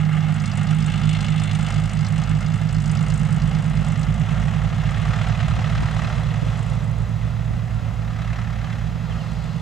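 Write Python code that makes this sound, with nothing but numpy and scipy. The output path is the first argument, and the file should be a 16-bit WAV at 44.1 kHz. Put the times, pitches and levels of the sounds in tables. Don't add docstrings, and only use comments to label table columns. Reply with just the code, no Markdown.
import sys
import numpy as np
from scipy import signal
from scipy.fft import rfft, irfft, next_fast_len
from scipy.io import wavfile
from scipy.ndimage import uniform_filter1d

SR = 44100
rng = np.random.default_rng(int(sys.argv[2]) if len(sys.argv) > 2 else 0)


def gain_from_decibels(decibels):
    exponent = np.asarray(decibels, float) / 20
    return 10 ** exponent


def wav_record(signal):
    frames = np.transpose(np.atleast_2d(signal))
    bounded = np.clip(frames, -1, 1)
    quanta = np.round(bounded * 32767).astype(np.int16)
    wavfile.write(sys.argv[1], SR, quanta)


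N = 423801
TIME = np.arange(N) / SR
STEP = 16

CYLINDERS_DB = [1, 1.5, -3, 1, -5, -0.5]


def aircraft():
    # [t/s, firings per s]
    near_rate = [(0.0, 51.364), (0.8, 52.074), (2.0, 52.545), (3.2, 53.678), (3.6, 53.686), (4.4, 54.579),
                 (5.2, 55.819), (6.0, 56.071), (6.4, 55.654), (7.2, 56.584), (8.0, 56.339), (9.61, 57.11)]
    far_rate = [(0.0, 51.394), (0.8, 51.194), (2.0, 50.683), (2.4, 50.899), (3.2, 50.494), (4.0, 51.006),
                (4.8, 50.735), (6.0, 51.693), (6.4, 52.245), (7.6, 52.366), (8.0, 52.93), (9.61, 53.215)]
    # [order of the six-firing cycle, heading/deg, half-width/deg, level/dB]
    near_lobes = [(6, 83, 14, -42), (6, 33, 23, -30), (6, -15, 63, -32.5), (12, 63, 22, -28),
                  (12, 13, 28, -26.5), (12, -22.5, 35, -27.5), (15, 85.5, 5.9, -38), (15, 43, 7.4, -34),
                  (15, 31, 28, -30), (15, -2, 15, -32), (15, -57.5, 8, -34), (18, 74, 10.2, -24),
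                  (18, 48, 23.6, -26), (18, -3, 23, -38.5), (18, -57, 19, -41)]
    far_lobes = [(6, 84, 14, -40), (6, 49, 29, -34), (6, -52.5, 70, -36), (12, 54.5, 27, -37),
                 (12, 19.5, 19, -32.5), (12, -17.5, 15, -34), (12, -50, 10, -45.5), (15, 52, 6, -46.5),
                 (15, 3, 18, -50), (15, -22, 5.6, -38.5), (18, 83.5, 12, -25.5), (18, 49, 25.7, -26.5),
                 (18, 11, 28, -29.5), (18, -58.5, 30.5, -32.5)]
    # [t/s, level/dB]
    noise_level = [(0.0, -33), (0.05, -37), (0.18, -34), (0.21, -35), (1.15, -35), (1.18, -34.5),
                   (1.23, -35.5), (1.58, -35.5), (2.03, -38.5), (2.06, -35.5), (2.14, -37), (4.28, -37),
                   (5.24, -34.5), (6.4, -37), (7.15, -42.5), (7.9, -39), (8.08, -40), (9.61, -40.5)]
    near = firings(near_rate, 0.36)
    far = firings(far_rate, 0)
    level_db = curves(noise_level)[0]
    air_db = 0.75 * wobble(11)
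    sound = exhaust_ticks(near) + clatter(near) + roar(near, level_db + air_db)
    sound = tailplane_shade(sound)
    sound += propellers(near, far, level_db + air_db) + rumble() + wing_wash(air_db)
    return sound, exhaust(near, near_lobes) + exhaust(far, far_lobes)


def firings(rate, start):
    return start + np.cumsum(curves(rate)[0]) / SR


def exhaust(fired, lobes):
    # [order, level/dB re the nearer of orders 12 and 18]
    uneven = [(3, -37), (5, -14.5), (7, -16), (8, -17), (9, -14.5), (10, -24), (13, -16), (16, -9),
              (17, -9.5), (20, -19.5), (21, -16.5), (22, -19), (23, -17.5), (24, -17.5), (25, -18),
              (26, -28.5), (32, -38.5)]
    strong = {}
    for k in (6, 12, 15, 18):
        strong[k] = beam([row[1:] for row in lobes if round(row[0]) == k])[::STEP]
    out = 0
    for order in range(3, 33):
        turn = np.pi / 3 * order * fired[::STEP]
        lag = 0.42 * max(order - 12, 0) - 2.1 * (order % 2)
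        drift, luck = wobble(4, size=STEP), rng.uniform(0, 2 * np.pi)
        if order in strong:
            level_db = strong[order] + 0.5 * drift
            phase = turn - lag + 0.053 * wobble(11, size=STEP)
        else:
            high = np.clip((order - 12) / 6, 0, 1)
            level_db = (1 - high) * strong[12] + high * strong[18]
            level_db = level_db + np.interp(order, *np.round(np.transpose(uneven))) + 1.6 * drift
            phase = turn - (luck if order % 3 else lag) + 0.3 * wobble(2, size=STEP)
        out += gain_from_decibels(level_db) * np.cos(phase)
    return gain_from_decibels(3) * signal.resample_poly(out, STEP, 1, padtype="edge")[:N]


def exhaust_ticks(near):
    # [f/Hz, level/dB per Hz]
    colour = [(2500, -30.5), (4500, 5), (6000, 0.5), (8000, 2), (9300, -5), (10500, -21.5), (12500, -41)]
    # [heading/deg, half-width/deg, level/dB]
    lobes = [(68.5, 9, -48), (55.5, 12.5, -51), (40, 14, -53), (9, 20, -56.5), (-26, 22, -73),
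             (-56, 6, -60.5)]
    # [t/s, half-length/s, level/dB]
    surges = [
        (.1, 0.058, -6),
        (.48, 0.1, 6),
        (1.16, 0.13, 5.5),
        (1.68, 0.12, 4.5),
        (2.06, .04, 2.5),
        (2.55, 0.19, -2.5),
        (2.95, 0.24, 4.5),
        (4.03, 0.017, 9.5),
    ]
    count = near + 0.17
    puffs = bursts(count, rise=0.16, fall=0.27, scatter_db=3, pattern_db=CYLINDERS_DB)
    level_db = beam(lobes) + swells(surges) - 1 + 0.3 * wobble(27)
    sound = gain_from_decibels(level_db) * hiss(colour, puffs, echo_hz=695, bounce=0.24)
    dull = filtered(sound, lambda hz: 1 / (1 + (hz / 6470) ** 12))
    chance = np.clip(rng.standard_normal(600), -1.5, 1.5)[np.floor(count).astype(int)]
    tilt_db = 4.5 * chance + 1 - side_view()
    return dull * gain_from_decibels(-tilt_db) + (sound - dull) * gain_from_decibels(tilt_db)


def clatter(near):
    # [f/Hz, level/dB per Hz]
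    colour = [(900, -36), (1500, -11), (2200, 6), (3200, 9), (4500, -2.5), (6000, -47.5)]
    # [heading/deg, half-width/deg, level/dB]
    lobes = [(70.5, 0.24, -33.5), (69.5, 4.1, -41.5), (62, 15, -48.5), (18, 23, -47), (-54, 8.3, -55)]
    clacks = bursts(near + 0.22, rise=0.13, fall=0.47, scatter_db=3.5, pattern_db=CYLINDERS_DB)
    level_db = beam(lobes) + 1.2 * wobble(2.6)
    return gain_from_decibels(level_db) * hiss(colour, 0.1 + clacks, echo_hz=704, bounce=0.47)


def roar(near, level_db):
    # [f/Hz, level/dB per Hz]
    side_colour = [(180, -39), (300, 0.5), (399, -5.5), (811, 0.5), (1060, -9.5), (1200, 2), (1620, -2),
                   (2130, -4.5), (2440, -8.5), (2790, -3.5), (4590, -22.5), (8390, -23.5), (11000, -48),
                   (14300, -76), (22000, -120)]
    astern_colour = [(180, -57), (300, -10), (471, -2), (609, -4.5), (1020, -3.5), (1130, -5), (2550, -14),
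                     (2790, -15.5), (7320, -27), (11000, -42), (14300, -71), (22000, -120)]
    # [f/Hz, width/Hz, lift/dB]
    cowl = [(650, 52, -5), (820, 25, 3.5), (1350, 96, 1.5), (2140, 78, 5), (2760, 110, 1)]
    # [heading/deg, half-width/deg, level/dB re the engine noise]
    lobes = [(67.5, 59.5, 0.5), (-11.5, 19.6, 0.5), (-49, 16.2, 0)]
    side = np.clip(side_view(), 0, 1)
    pulses = bursts(near + 0.2, rise=0.27, fall=0.49, scatter_db=5.5)
    side_on = hiss(side_colour, 1.4 + pulses, echo_hz=704, bounce=0.1)
    side_on = filtered(side_on, lambda hz: 0.76 * bumps(cowl, hz))
    astern = hiss(astern_colour, echo_hz=664, bounce=0.21)
    blend = np.sqrt(side) * side_on + np.sqrt(1 - side) * astern
    return gain_from_decibels(level_db + beam(lobes) - 0.5 + 0.84 * side * wobble(17)) * blend


def tailplane_shade(sound):
    shade = 0.61 * np.exp(-((heading_deg() - 33.3) / 7.1) ** 2)
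    band = filtered(sound, lambda hz: np.exp(-0.5 * ((hz - 4600) / 590) ** 2))
    return sound - shade * band


def propellers(near, far, level_db):
    # [f/Hz, level/dB per Hz]
    colour = [(240, -20), (400, -24.5), (697, 2), (907, -6), (1230, -0.5), (1470, -2), (1940, -3.5),
              (7160, -24.5), (11000, -43.5), (14300, -63.5), (22000, -120)]
    # [heading/deg, half-width/deg, level/dB re the engine noise]
    near_lobes = [(70, 16, -6), (47, 26, -6.5), (13, 16.5, 1), (-50, 8.4, -6.5)]
    far_lobes = [(24, 87, -16.5), (-20.5, 6, -5), (-33.5, 4.75, -0.5), (-40, 6.5, -1.5)]
    out = 0
    for fired, lobes in ((near + 1.226, near_lobes), (far + 1.28, far_lobes)):
        passes = bursts(fired / (3 / 2), rise=0.23, fall=0.21, scatter_db=2.4)
        out += gain_from_decibels(level_db + beam(lobes)) * hiss(colour, 0.76 + passes, echo_hz=652, bounce=0.097)
    return out


def rumble():
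    # [f/Hz, level/dB per Hz]
    colour = [(20, -33), (35, -25), (60, 2.5), (90, -3.5), (120, -2.5), (170, 1), (230, -7.5), (300, -19.5),
              (450, -50)]
    # [heading/deg, half-width/deg, level/dB]
    lobes = [(81, 68, -36.5), (12, 32, -38.5), (-32.5, 34, -34)]
    return gain_from_decibels(beam(lobes)) * hiss(colour)


def wing_wash(air_db):
    # [f/Hz, level/dB per Hz]
    colour = [(2800, -25), (4300, 7), (5800, -6), (8000, -22.5)]
    # [heading/deg, half-width/deg, level/dB]
    lobes = [(-51, 4.6, -54)]
    return gain_from_decibels(beam(lobes) + air_db) * hiss(colour)


def heading_deg():
    # [t/s, heading/deg]
    turn = [
        (0, 80),
        (3, 55),
        (6.3, 0),
        (9.61, -55),
    ]
    return curves(turn)[0]


def side_view():
    return (np.maximum(heading_deg(), 0) / 74.6) ** 1.14


def beam(lobes):
    heading = heading_deg()[::64]
    power = sum(gain_from_decibels(2 * db - 12 * ((heading - at) / width) ** 2) for at, width, db in lobes)
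    return np.interp(TIME, TIME[::64], 10 * np.log10(power + 1e-7))


def bursts(count, rise, fall, scatter_db, pattern_db=(0,)):
    whole = np.floor(count).astype(int)
    size_db = scatter_db * np.clip(rng.standard_normal(600), -2, 1.6) + np.resize(pattern_db, 600)
    u = count - whole
    return unit(gain_from_decibels(size_db)[whole] * (1 - np.exp(-(u / rise) ** 2)) * np.exp(-u / fall))


def hiss(spectrum, gate=1, echo_hz=700, bounce=0):
    closed = [(1, -120)] + list(spectrum) + [(SR / 2, -120)]

    def response(hz):
        echo = np.exp(-2j * np.pi * hz / echo_hz)
        return gain_from_decibels(along(closed, hz)) * (1 + bounce * echo) / (1 - 0.036 * echo)

    return unit(filtered(gate * rng.standard_normal((2, N)), response))


def wind():
    # [t/s, level/dB]
    breeze = [(0, -57.5), (4.8, -48), (6.5, -45), (7.6, -43), (9.61, -47)]
    # [t/s, half-length/s, level/dB over the breeze]
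    gusts = [
        (5.55, 0.12, 23.5),
        (5.83, .1, 24),
        (6.07, 0.1, 17),
    ]
    # [f/Hz, level/dB per Hz]
    colour = [(20, -25.5), (32, -21), (60, 7), (150, -15.5), (300, -23), (500, -50)]
    lumps = gain_from_decibels(3 * np.array([wobble(14), wobble(14)]))
    return gain_from_decibels(curves(breeze)[0] + swells(gusts)) * unit(lumps * hiss(colour))


def bird():
    # [t/s, length/s, from f/Hz, to f/Hz, level/dB]
    chirps = [
        (8.637, 0.051, 3250, 2700, -48),
        (8.701, 0.042, 2750, 2550, -47),
        (9.092, .055, 3450, 2510, -44),
        (9.177, 0.063, 3200, 2450, -45.5),
        (9.54, 0.039, 2950, 2320, -52),
    ]
    out = np.zeros(N)
    for s, length, from_hz, to_hz, db in chirps:
        u = np.clip((TIME - s) / length, 0, 1)
        pitch_hz = from_hz + (to_hz - from_hz) * u ** 1.46
        out += gain_from_decibels(db) * np.sin(np.pi * u) * np.sin(2 * np.pi * np.cumsum(pitch_hz) / SR)
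    return out * np.array([[0.3], [1.4]])


def ports(pair, tones):
    # [f/Hz, left-right level/dB]
    lean = [(60, -6.5), (110, -9), (200, -10.5), (380, -4.0), (700, -5), (1290, -1.5), (2380, 0), (4400, 3),
            (8120, 0), (15000, -2)]
    # [f/Hz, lead/rad]
    lead = [(0, 0), (340, -0.77), (600, -0.21), (1030, 0.99), (1380, 0.23), (1890, 0.6), (2240, -0.35),
            (3270, 0.2), (3530, 0.5), (4390, 0.2), (5340, -0.2), (7750, 0.28), (8870, 0.1), (15200, -0.0)]
    # [f/Hz, likeness 0-1]
    alike = [(60, 0.23), (130, 1), (290, 0.14), (640, 0.79), (1410, 0.79), (3100, 0.74), (6820, 0.78),
             (15000, 0.67)]
    # [f/Hz, width/Hz, depth/dB]
    dips = [(1017, 150, -0.5), (1476, 26.4, -8), (2350, 53, -3.5), (3770, 38, -2), (4530, 106, -5.5),
            (5410, 64, -6)]

    def spread(hz):
        turn = np.arccos(np.clip(along(alike, hz) + 0.1, 0, 1)) / 2
        return np.array([np.cos(turn), np.sin(turn)])

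    def balance(hz):
        tilt = gain_from_decibels(along(lean, hz) / 2) * np.exp(0.5j * along(lead, hz))
        share = 2 * bumps(dips, hz) / abs(tilt + 1 / tilt)
        return share * np.array([tilt, 1 / tilt])

    mid, side = filtered(pair, spread)
    return filtered(tones + np.array([mid + side, mid - side]), balance)


def guard(x):
    # [t/s, strength level/dB]
    trips = [(.063, -33.7), (1.098, -30), (1.334, -32.3), (1.558, -34), (1.634, -32.7), (1.785, -27),
             (2.318, -24), (2.356, -29), (2.77, -28), (3.144, -31), (3.377, -24), (3.481, -31.8),
             (3.601, -23), (3.716, -29), (3.815, -30), (4.09, -27), (4.661, -32), (4.743, -25.9),
             (4.853, -35), (5.068, -31.2), (5.592, -23), (5.827, -21.3), (5.969, -32), (6.048, -26),
             (6.183, -31.5), (6.321, -32), (6.433, -22), (6.47, -24.2), (7.254, -31), (7.543, -27)]
    duck, kick = np.zeros(N), np.zeros(N)
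    for s, db in list(trips) + light_trips(x[1], count=44):
        span = slice(max(round(s * SR) - SR // 100, 0), round(s * SR) + SR // 4)
        since = np.maximum(TIME[span] - s + 0.001, 0)
        depth = np.clip((db + 36.5) / 19, 0, 1)
        dip = depth * (1 - np.exp(-(since / 0.0012) ** 2)) * np.exp(-since / 0.039)
        duck[span] = np.maximum(duck[span], dip)
        kick[span] += gain_from_decibels(db + 11) * np.exp(-0.5 * ((TIME[span] - s) / 0.00077) ** 2)
    bass = filtered(x[0] - x[1], lambda hz: 1 / (1 + (hz / 500) ** 4))
    kick = filtered(kick, lambda hz: hz ** 2 / (hz ** 2 + 45 ** 2))
    return x + duck * bass / 2 * np.array([[-1], [1]]) + kick * np.array([[1], [-1]])


def light_trips(x, count):
    place, size = rng.uniform(size=count), rng.standard_normal(count)
    start = ((N - SR // 25) * place ** 1.25).astype(int)
    nearby = start[:, None] + np.arange(SR // 25)
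    troughs = nearby[np.arange(count), x[nearby].argmin(axis=1)]
    return list(zip(troughs / SR, -32.5 + 1.5 * size))


def amplifier_hiss():
    # [f/Hz, level/dB per Hz]
    colour = [(300, 26), (3000, 8.5), (10000, 1), (16000, 3.2)]
    common, apart = hiss(colour)
    return gain_from_decibels(-58) * np.array([common + 0.35 * apart, common - 0.34 * apart])


def unit(x):
    return x / np.sqrt(np.mean(x ** 2) + 1e-20)


def along(points, hz):
    f, v = np.transpose(points)
    return np.interp(np.log(hz + 1), np.log(f + 1), v)


def curves(rows):
    s, *cols = np.transpose(rows)
    return [np.interp(TIME, s, c) for c in cols]


def wobble(rate, size=1):
    knots = uniform_filter1d(rng.standard_normal(400), size=2) * np.sqrt(2)
    return np.interp(TIME[::size] * rate, np.arange(len(knots)), knots)


def swells(rows):
    return sum(db * np.exp(-((TIME - s) / half) ** 2) for s, half, db in rows)


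def bumps(rows, hz):
    return gain_from_decibels(sum(db * np.exp(-0.5 * ((hz - at) / width) ** 2) for at, width, db in rows))


def filtered(x, response):
    m = next_fast_len(N + 8192)
    return irfft(rfft(x, m) * response(np.fft.rfftfreq(m, 1 / SR)), m)[..., :N]


def scene():
    return ports(*aircraft()) + wind() + bird()


def top_cut(x):
    return signal.sosfilt(signal.butter(12, 15630, fs=SR, output="sos"), x)


def record(dry):
    noise = amplifier_hiss()
    return top_cut(guard(dry) + noise)


dry = scene()
out = record(dry)
wav_record(out)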